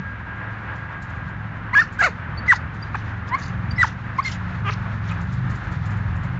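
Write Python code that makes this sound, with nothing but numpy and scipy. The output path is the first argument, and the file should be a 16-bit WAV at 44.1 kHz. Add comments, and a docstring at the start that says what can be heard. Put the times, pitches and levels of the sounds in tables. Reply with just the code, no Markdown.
"""A small dog yips in play in a fenced yard: gliding harmonic series, weighed by the throat, with rough noise.
A low bark, thin gliding whistles and panting of resonant noise lie between; walls return a short echo.
Paws crackle on wood chips; two slow engines throb as sums of firing orders over exhaust noise.
Coloured noise gives distant road hiss and a faint treble rustle; a wavering whine fades away early on."""
import sys
import numpy as np
from scipy import signal
from scipy.fft import rfft, irfft
from scipy.io import wavfile
from scipy.ndimage import uniform_filter1d

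SR = 44100
rng = np.random.default_rng(int(sys.argv[2]) if len(sys.argv) > 2 else 0)


def wrap_up_sound(samples):
    """Save the sound to the file named by the first command line argument, as 16-bit audio."""
    columns = np.atleast_2d(samples).T
    # keep every value between -1 and 1, then stretch to whole-number steps
    tamed = np.clip(columns, -1, 1)
    steps = np.round(tamed * 32767).astype(np.int16)
    wavfile.write(sys.argv[1], SR, steps)


def gain_from_decibels(decibels):
    """Convert decibel values to linear amplitude factors."""
    exponent = np.asarray(decibels, float) / 20
    return 10 ** exponent


N = 281799


def in_time(rows):
    """Linear interpolation: the columns of a time table at every sample."""
    s, *columns = np.transpose(rows)
    return [np.interp(np.arange(N) / SR, s, c) for c in columns]


def each_call(tables, fade_s=0.0037):
    """Windowing: sample positions, edge fade and interpolated columns of every call."""
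    for rows in tables:
        s, *columns = np.transpose(rows)
        at = np.arange(round(s[0] * SR), round(s[-1] * SR))
        fade = np.minimum(1, np.minimum(at - at[0], at[-1] - at) / (fade_s * SR))
        yield at, fade, [np.interp(at / SR, s, c) for c in columns]


def rms_one(x):
    """Power normalisation: scales to a root mean square of one."""
    return x / np.sqrt(np.mean(x ** 2) + 1e-20)


def at_hz(points, hz):
    """Spectral envelope: interpolates levels along a logarithmic frequency axis."""
    return np.interp(np.log(hz), np.log(np.array(points)[:, 0]), np.array(points)[:, 1])


def drift(rate_hz, size=N):
    """Low-pass filtered noise: a random wander up to a rate, with unit rms."""
    r = np.exp(-2 * np.pi * rate_hz / SR)
    run_in = round(SR / rate_hz)
    noise = rng.standard_normal(size + run_in)
    return rms_one(signal.lfilter([1], [1, -2 * r, r * r], noise)[run_in:])


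def coloured(spectrum, source=None):
    """Spectral shaping: noise, or another source, band-limited to a spectrum at unit rms."""
    hz = np.maximum(np.fft.rfftfreq(N, 1 / SR), 1)
    inside = (hz > spectrum[0][0]) & (hz < spectrum[-1][0])
    source = rng.standard_normal(N) if source is None else source
    return rms_one(irfft(rfft(source) * gain_from_decibels(at_hz(spectrum, hz)) * inside, N))


# colour of turbulent air in throat and mouth: (frequency [Hz], density [dB per Hz])
MOUTH_AIR = [(500, -14), (1000, -12), (1700, -3), (2500, -5), (3100, -10)]


def voice(calls, voices, throat, jitter=0.023, shimmer=0.45, throb=0.71, bend=0.33):
    """Source-filter principle: fold harmonics weighed by the throat; roughness modulates and adds air."""
    slack_tilt = 0.11      # dB per octave for each octave per s of fall: slackening folds lose overtones
    slack_evens = 31       # octaves per s of fall that shrink the odd-even contrast by a factor e
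    effort_tilt = 0.3      # dB per octave for each dB below -15.5 dB: soft sounds have fewer overtones
    rasp_db = -11          # air leaking past fully rough folds, against the voice
    out, air = np.zeros(N), coloured(MOUTH_AIR)
    k = np.arange(1, 20)[:, None]      # harmonic numbers
    for (at, fade, (hz, level_db, rough)), (tilt, odd_db, throb_hz) in zip(each_call(calls), voices):
        size = len(at)
        rough = np.clip(rough, 0, 1)
        falling = np.clip(-np.gradient(np.log2(hz)) * SR, 0, 80)      # octaves per s
        tilt = tilt + slack_tilt * falling - effort_tilt * (level_db + 15.5)
        odd_db = odd_db * np.exp(-falling / slack_evens)

        flutter = 2 * np.pi * np.cumsum(throb_hz * (1 + .15 * drift(40, size))) / SR
        shaken_hz = hz * (1 + jitter * (rough + 0.12) * drift(280, size))
        phase = 2 * np.pi * np.cumsum(shaken_hz) / SR
        phase += bend * rough * np.cos(flutter)      # the flutter also hurries and delays the cycles

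        harmonic_db = at_hz(throat, k * hz) - tilt * np.log2(k) + odd_db * (k % 2)
        strength = gain_from_decibels(harmonic_db) * (k * hz < throat[-1][0])
        strength /= np.sqrt(np.sum(strength ** 2, axis=0) / 2)      # level evened
        # resonances spread each pulse in time
        tone = np.sum(strength * np.sin(k * phase + .6 * k ** 2), axis=0)
        shaking = 1 + rough * (throb * np.sin(flutter) + shimmer * drift(500, size))
        out[at] += gain_from_decibels(level_db) * fade * tone * shaking
        out[at] += gain_from_decibels(level_db + rasp_db) * fade * rough * air[at]
    return signal.sosfilt(signal.butter(4, 330, "high", fs=SR, output="sos"), out)


# one table a yip; the pitch jumps where the folds change register:
# (time [s], pitch [Hz], level [dB], roughness [0-1])
YIP_CALLS = [
    [(1.728, 928, -43.5, 0), (1.733, 961, -22, 0.08), (1.742, 1047, -18, 0), (1.751, 1208, -18, .15),
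     (1.7535, 1689, -13, 0), (1.768, 1643, -7.5, .2), (1.785, 1736, -7, 0.28), (1.8, 1820, -9, 0.24),
     (1.813, 1830, -16.5, .25), (1.819, 1444, -13.5, 0.08), (1.83, 1210, -25, 0.2)],
    [(1.986, 1560, -37, 0.08), (1.993, 1527, -16.5, 0), (2.0, 1645, -21, 0.3), (2.012, 1663, -10.5, .15),
     (2.0148, 1600, -10, 0.7), (2.0154, 789, -16.5, 0.4), (2.025, 676, -17, 0.6), (2.036, 682.4, -15, 0.5),
     (2.047, 747, -11, 0.2), (2.056, 706.5, -16, 0.3), (2.068, 620, -16.5, .45), (2.087, 460, -30, 0.5),
     (2.098, 392, -39, 0.2)],
    [(2.477, 2110, -26, 0), (2.486, 2019, -15.5, 0.11), (2.508, 1939, -4, 0.03), (2.517, 1833, -10, 0.3),
     (2.523, 1522, -4, .12), (2.529, 1091, -15, 0), (2.536, 946, -12, 0), (2.542, 773, -30.5, 0.3),
     (2.55, 670, -42, .2)],
    [(2.941, 1527, -43, 0.1), (2.946, 1330, -19.5, 0.3), (2.951, 940, -25, 0.3), (2.956, 798, -21.5, 0.3),
     (2.964, 766, -47, 0)],
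    [(3.304, 947, -41, 0.2), (3.318, 939, -27.5, .1), (3.338, 1037, -19.5, .1), (3.35, 1073, -16, 0.01),
     (3.358, 1162, -24, .1), (3.365, 1175, -36, .03)],
    [(3.778, 2213, -31, 0.08), (3.785, 1985, -21, 0), (3.81, 1992, -14.5, 0.1), (3.82, 1905, -10, .2),
     (3.827, 1980, -26.5, 0.08), (3.832, 1502, -4, 0.02), (3.838, 1214, -16.5, 0), (3.845, 943, -15, 0.2),
     (3.853, 828, -22, 0.1), (3.858, 770, -48, .1)],
    [(4.181, 930, -35, 0.07), (4.188, 1058, -15.5, .1), (4.195, 1060, -15, 0.06), (4.202, 1176, -17, 0),
     (4.207, 1290, -40, .06)],
    [(4.244, 2138, -45, 0.4), (4.252, 2060, -23.5, 0), (4.258, 2142, -24.5, 0.5), (4.278, 2100, -26.5, 0.2),
     (4.285, 2055, -24.5, .4), (4.292, 1960, -41, 0.4)],
    [(5.098, 1112, -46, .6), (5.108, 1210, -36, 0.9), (5.115, 1311, -35, .5), (5.121, 1240, -28.5, 0.5),
     (5.127, 1290, -53, 0.5)],
]
# folds of each yip: (basic source tilt [dB per octave], odd over even harmonics [dB], slower flutter [Hz])
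YIP_FOLDS = [(3, -4.5, 620), (-1, -1.5, 170), (-1, 16, 499), (-2.5, -0.5, 400), (3, 1.5, 280),
             (6, -7.5, 420), (4.5, 5.5, 300), (-5.5, -4, 400), (-5, -8.5, 310)]
# throat resonances in the yips: (frequency [Hz], gain [dB])
YIP_THROAT = [(300, -7.5), (700, -10), (1100, -4), (1600, -0.5), (2200, -5.5), (2750, -16.5), (3050, -26.5),
              (3300, -38), (4300, -22.5), (5300, -50.5), (7000, -50.5), (7900, -13), (8600, -66)]


def yips():
    """Register change in phonation: high harmonic glides whose pitch leaps."""
    return voice(YIP_CALLS, YIP_FOLDS, YIP_THROAT)


# the bark's course: (time [s], pitch [Hz], level [dB], roughness [0-1])
BARK_CALL = [
    [(4.642, 396.5, -42.5, 0.35), (4.657, 412, -28, .25), (4.678, 389, -25, .2), (4.688, 410, -24.5, .2),
     (4.698, 438, -22, 0.56), (4.704, 390, -30, .3), (4.71, 410, -45, .3)],
]
# its folds: (basic source tilt [dB per octave], odd over even harmonics [dB], slower flutter [Hz])
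BARK_FOLDS = [(-4, .3, 250)]
# throat resonances with the mouth half closed: (frequency [Hz], gain [dB])
HALF_CLOSED_THROAT = [(300, -10.5), (800, -10.5), (1220, 3.5), (1600, -3.5), (2000, -8), (2450, -7),
                      (3200, -12.5), (3600, -35), (8400, -41)]


def bark():
    """Source-filter principle: a low harmonic call through a half-closed mouth."""
    return voice(BARK_CALL, BARK_FOLDS, HALF_CLOSED_THROAT)


# thin whistles through the nose:
# (start [s], length [s], starting pitch [Hz], glide [Hz per s], level before the envelope [dB])
NOSE_WHISTLES = [(2.372, 0.034, 4500, 2000, -38), (2.462, .02, 4800, 1000, -50),
                 (2.823, 0.022, 4740, 1497, -36.5), (3.707, 0.022, 4590, 10000, -34),
                 (3.758, 0.03, 5000, 24996, -49.5), (4.227, 0.014, 4630, 14994, -33),
                 (4.238, 0.017, 5140, 11998, -40), (3.285, 0.02, 4960, -2000, -53),
                 (4.162, .014, 4870, 1000, -50)]


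def whistles(attack_s=0.0036, release_s=0.015):
    """Linear frequency modulation: single tones glide under a squared envelope."""
    out = np.zeros(N)
    for start, length, hz, glide, db in NOSE_WHISTLES:
        t = np.arange(round(length * SR)) / SR
        shape = np.minimum(1, np.minimum(t / attack_s, (length - t) / release_s)) ** 2
        tone = np.sqrt(2) * np.sin(2 * np.pi * (hz * t + glide * t ** 2 / 2))
        out[round(start * SR):][:len(t)] += gain_from_decibels(db) * shape * tone
    return out


# puffs of air through the open mouth:
# (peak time [s], rise [s], fall [s], peak hiss level [dB], mouth shape [factor on resonance frequency])
BREATH_PUFFS = [(1.8, 0.065, 0.061, -35, 1.3), (1.742, .015, .02, -50, 1.02),
                (1.85, 0.032, 0.051, -52.5, 1.02), (2.045, 0.063, 0.072, -33, 1.1),
                (2.002, 0.013, 0.028, -46.5, 0.57), (2.529, 0.078, .03, -36, 1),
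                (2.561, 0.041, 0.025, -38.5, 1.1), (2.975, 0.038, 0.066, -52, 0.71),
                (3.279, 0.016, 0.029, -47, 0.85), (3.352, 0.018, 0.016, -53, 1.4),
                (3.448, 0.11, .075, -44, 1.1), (3.716, .01, .016, -50, .9), (3.83, .055, .045, -34.5, .9),
                (3.873, 0.021, .07, -41.5, .95), (4.268, 0.039, .05, -34.5, 0.89),
                (4.19, .025, 0.052, -52, .96), (4.33, 0.051, 0.042, -39.5, .85),
                (4.73, 0.078, 0.025, -39, 0.7), (5.096, .08, 0.077, -49, .99)]
# mouth resonances at shape 1: (frequency [Hz], width [Hz], relative level [dB])
BREATH_RESONANCES = [(3500, 620, -3.5), (4200, 860, -2.5), (5970, 1600, -2), (7500, 2100, -16.5),
                     (8260, 810, -6)]


def breaths(flicker_db=4.5, flicker_hz=45):
    """Turbulence through resonators: independently flickering hiss bands and duller throat noise."""
    span_db, rounding = 23.5, 1.66      # range of each puff; power of its fall: 1 pointed, 2 round
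    dull_db, dull_follows = -49, 0.24   # throat noise under a puff of -44.5 dB; its share of the swing
    out = np.zeros(N)
    dull = coloured(MOUTH_AIR) * gain_from_decibels(flicker_db * drift(flicker_hz))
    puffs = [[(s - rise, -1), (s, 0), (s + fall, 1)] for s, rise, fall, *_ in BREATH_PUFFS]
    for (at, fade, (away,)), (*_, peak_db, shape) in zip(each_call(puffs, fade_s=0.004), BREATH_PUFFS):
        hiss = 0
        hiss_db = peak_db - span_db * np.abs(away) ** rounding
        for hz, width_hz, db in BREATH_RESONANCES:
            edges = [shape * hz - width_hz / 2, shape * hz + width_hz / 2]
            band = signal.butter(2, edges, "band", fs=SR, output="sos")
            flicker = gain_from_decibels(db + flicker_db * drift(flicker_hz, len(at)))
            hiss = hiss + flicker * rms_one(signal.sosfilt(band, rng.standard_normal(len(at))))
        throat = gain_from_decibels(dull_db + dull_follows * (hiss_db + 44.5)) * dull[at]
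        out[at] += fade * (gain_from_decibels(hiss_db) * rms_one(hiss) + throat)
    return out


# ground, fence and wall: (delay [s], level [dB])
YARD_ECHOES = [(.012, -20), (.036, -26), (.052, -27)]


def yard(x, smear_s=0.0036, tail_t60_s=0.2, tail_db=-21):
    """Convolution with an impulse response: smeared reflections and a scattered, decaying tail."""
    t = np.arange(round(.4 * SR)) / SR
    # tail_db is the energy of the decay from zero delay; only its part after 8 ms sounds
    power = gain_from_decibels(tail_db - 60 * t / tail_t60_s) ** 2 * 14 / tail_t60_s * (t > .008)
    for s, db in YARD_ECHOES:
        power += gain_from_decibels(db) ** 2 * (t > s) * np.exp(-np.maximum(t - s, 0) / smear_s) / smear_s
    return signal.fftconvolve(x, np.sqrt(power / SR) * rng.standard_normal(len(t)))[:N]


# paws on wood chips: (onset [s], level before rise and decay [dB])
PAW_STEPS = [(0.7505, -50), (1.0153, -44.5), (1.09, -51.5), (1.1453, -57.5), (1.278, -57), (1.92, -43.5),
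             (2.7362, -50), (5.2048, -44), (5.3207, -41.5), (5.4935, -42), (5.5468, -44.5), (5.633, -50),
             (5.712, -45.5), (5.851, -42.5), (5.902, -45.5), (5.96, -51), (6.1544, -50), (6.2273, -48)]
# colour of the crackle: (frequency [Hz], density [dB per Hz])
CHIP_COLOUR = [(2500, -21.5), (4000, -5), (6000, -9), (8300, 4.5)]


def steps(grains_per_s=4800.0, spread_db=1.0, rise_s=0.012, t60_s=0.13):
    """Random impulse process: each paw sets off a crackle of small chips that decays exponentially."""
    sizes = gain_from_decibels(spread_db * np.minimum(rng.exponential(1, N), 5)) * rng.choice([-1, 1], N)
    grains = sizes * (rng.random(N) < grains_per_s / SR)
    crackle = coloured(CHIP_COLOUR, grains)
    t, shape = np.arange(N) / SR, np.zeros(N)
    for s, level_db in PAW_STEPS:
        since = np.maximum(t - s, 0)
        shape += gain_from_decibels(level_db - 60 * since / t60_s) * np.minimum(1, since / rise_s)
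    return shape * crackle


def order(phase, k, db):
    """Harmonic motion: one multiple of the firing cycle, at a random starting phase."""
    return np.sqrt(2) * gain_from_decibels(db) * np.sin(k * phase + 2 * np.pi * rng.random())


# cycle rate of two idling engines: (time [s], first [cycles per s], second [cycles per s])
ENGINE_RATES = [(0, 21.5, 26.15), (3.5, 21.48, 25.85), (4.2, 21.33, 25.75), (5.1, 21.1, 25.7),
                (6.39, 20.45, 25.35)]
# how loud each engine runs: (time [s], first [dB], second [dB])
ENGINE_LOADS = [(0.0, -63, -34), (0.05, -38, -47), (1.03, -36.5, -42), (1.16, -32.5, -44),
                (2.17, -39, -46.5), (2.31, -31, -45), (3.33, -35, -41), (3.65, -29, -33), (4.15, -35, -37),
                (4.63, -30.5, -32), (5.09, -28, -39.5), (5.32, -34, -30.5), (5.5, -26.5, -27),
                (5.62, -35.5, -38.5), (5.73, -29.5, -34), (5.92, -25, -35), (6.26, -28.5, -28.5),
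                (6.39, -35, -30.5)]
# orders of each engine, before the waver: (multiple of the cycle rate, level against the load [dB])
FIRST_ENGINE_ORDERS = [(2, -27), (3, -10.5), (4, -5.5), (5, 0.7), (5.5, -17), (6, -18), (7, -9.5),
                       (8, -11.5), (9, -18), (10, -20), (11, -20), (12, -35.5), (13, -36)]
SECOND_ENGINE_ORDERS = [(2, -10), (3, -5.5), (4, -8.5), (5, 0.6), (7, -3.5), (8, -16)]


def engines(waver_db=4.5, waver_hz=3.0, steady_db=5, least_waver=0.4):
    """Fourier synthesis: orders of two firing cycles, the weaker ones swelling more, each on its own."""
    out = np.zeros(N)
    order_tables = (FIRST_ENGINE_ORDERS, SECOND_ENGINE_ORDERS)
    for rate, load_db, table in zip(in_time(ENGINE_RATES), in_time(ENGINE_LOADS), order_tables):
        phase = 2 * np.pi * np.cumsum(rate) / SR
        for k, db in table:
            # orders steady_db or more below 0 dB waver fully, the strongest by the least share
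            share = np.clip(-db / steady_db, least_waver, 1)
            out += order(phase, k, load_db + db + waver_db * share * (drift(waver_hz) - .5))
    return out


# low exhaust noise: (frequency [Hz], density [dB per Hz])
RUMBLE_COLOUR = [(13, -55), (22, -13.5), (75, 2), (98, -4), (150, -7), (190, -3.5), (338, -19.5),
                 (427, -19), (500, -36), (650, -54.5), (1100, -120)]
# its course: (time [s], level [dB])
RUMBLE_LEVEL = [(0, -40.5), (1.2, -41), (1.7, -37), (2.9, -36), (3.7, -37), (4.3, -39.5), (5.0, -39),
                (5.4, -35), (6.39, -38)]


def exhaust_rumble():
    """Amplitude-modulated noise: low exhaust noise swells and sinks."""
    level_db, = in_time(RUMBLE_LEVEL)
    return gain_from_decibels(level_db) * coloured(RUMBLE_COLOUR)


# tyre hiss: (frequency [Hz], density [dB per Hz])
ROAD_SPECTRUM = [(150, -41.5), (250, -10.5), (293, -7.5), (422, -17.5), (525, -10), (573, -12.5),
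                 (626, -11.5), (982, -6), (1520, -3.5), (1660, -3), (1890, -8), (2800, -20.5), (4800, -42),
                 (6810, -53.5), (8110, -32.5), (10500, -82.5), (17800, -120)]


def road(level_db=-36, flicker_db=1.4):
    """Broadband noise: tyres far away hiss smoothly, strongest between one and two kilohertz."""
    return gain_from_decibels(level_db + flicker_db * drift(5)) * coloured(ROAD_SPECTRUM)


# faint rustle, louder as the dog comes near: (time [s], level before flicker [dB])
RUSTLE_LEVEL = [(0, -65.5), (1.7, -66), (1.95, -61), (2.6, -66.5), (2.75, -60), (3.0, -60), (3.2, -64.5),
                (3.5, -62), (4.4, -58.5), (5, -59.5), (5.5, -57), (6.39, -62)]
# its colour: (frequency [Hz], density [dB per Hz])
RUSTLE_COLOUR = [(2500, -12), (3500, 2), (5000, -7.5), (6500, -11.5), (8200, -11.5)]


def treble_rustle(flicker_db=2.0):
    """Amplitude-modulated noise: a faint treble hiss flickers."""
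    level_db, = in_time(RUSTLE_LEVEL)
    return gain_from_decibels(level_db + flicker_db * drift(11)) * coloured(RUSTLE_COLOUR)


def whine(waver_db=6.0, waver_hz=8, wander_hz=8.0):
    """Random amplitude and frequency modulation: a thin far tone comes and goes, fades and stops."""
    pitch_hz, start_db, fade_db_s, end_s = 1626, -40.5, 4.5, 1.5
    t = np.arange(N) / SR
    level_db = start_db - fade_db_s * t + waver_db * np.tanh(drift(waver_hz))
    phase = 2 * np.pi * np.cumsum(pitch_hz + wander_hz * drift(5.63)) / SR
    ending = np.clip((end_s - t) / 0.11, 0, 1)
    return np.sqrt(2) * gain_from_decibels(level_db) * ending * np.sin(phase)


def scene():
    """Superposition: the dog and its echo over the other sounds, in one channel."""
    dog = yips() + bark() + whistles() + breaths()
    background = engines() + exhaust_rumble() + road() + treble_rustle() + whine()
    return (dog + yard(dog) + steps() + background)[None]


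def band_limit(x):
    """A steep low-pass at the top of the band."""
    return signal.sosfilt(signal.butter(12, 8260, fs=SR, output="sos"), x)


def record(dry, knee_db=-16, ratio=0.29, release_db_s=30):
    """Dynamic range compression: gain eases off on loud calls, recovers slowly; the top is cut."""
    t = np.arange(N) / SR
    level_db = 10 * np.log10(uniform_filter1d(dry[0] ** 2, size=441) + 1e-12)      # over 10 ms
    excess_db = np.maximum(level_db - knee_db, 0)
    # each peak of the excess is held and falls at the release rate
    held_db = np.maximum.accumulate(excess_db + release_db_s * t) - release_db_s * t
    mix = dry * gain_from_decibels(-np.clip(ratio, 0, 1) * uniform_filter1d(held_db, size=221))
    mix = signal.sosfilt(signal.cheby2(10, 60, 8750, fs=SR, output="sos"), mix)
    return band_limit(mix)


dry = scene()
out = record(dry)
wrap_up_sound(out)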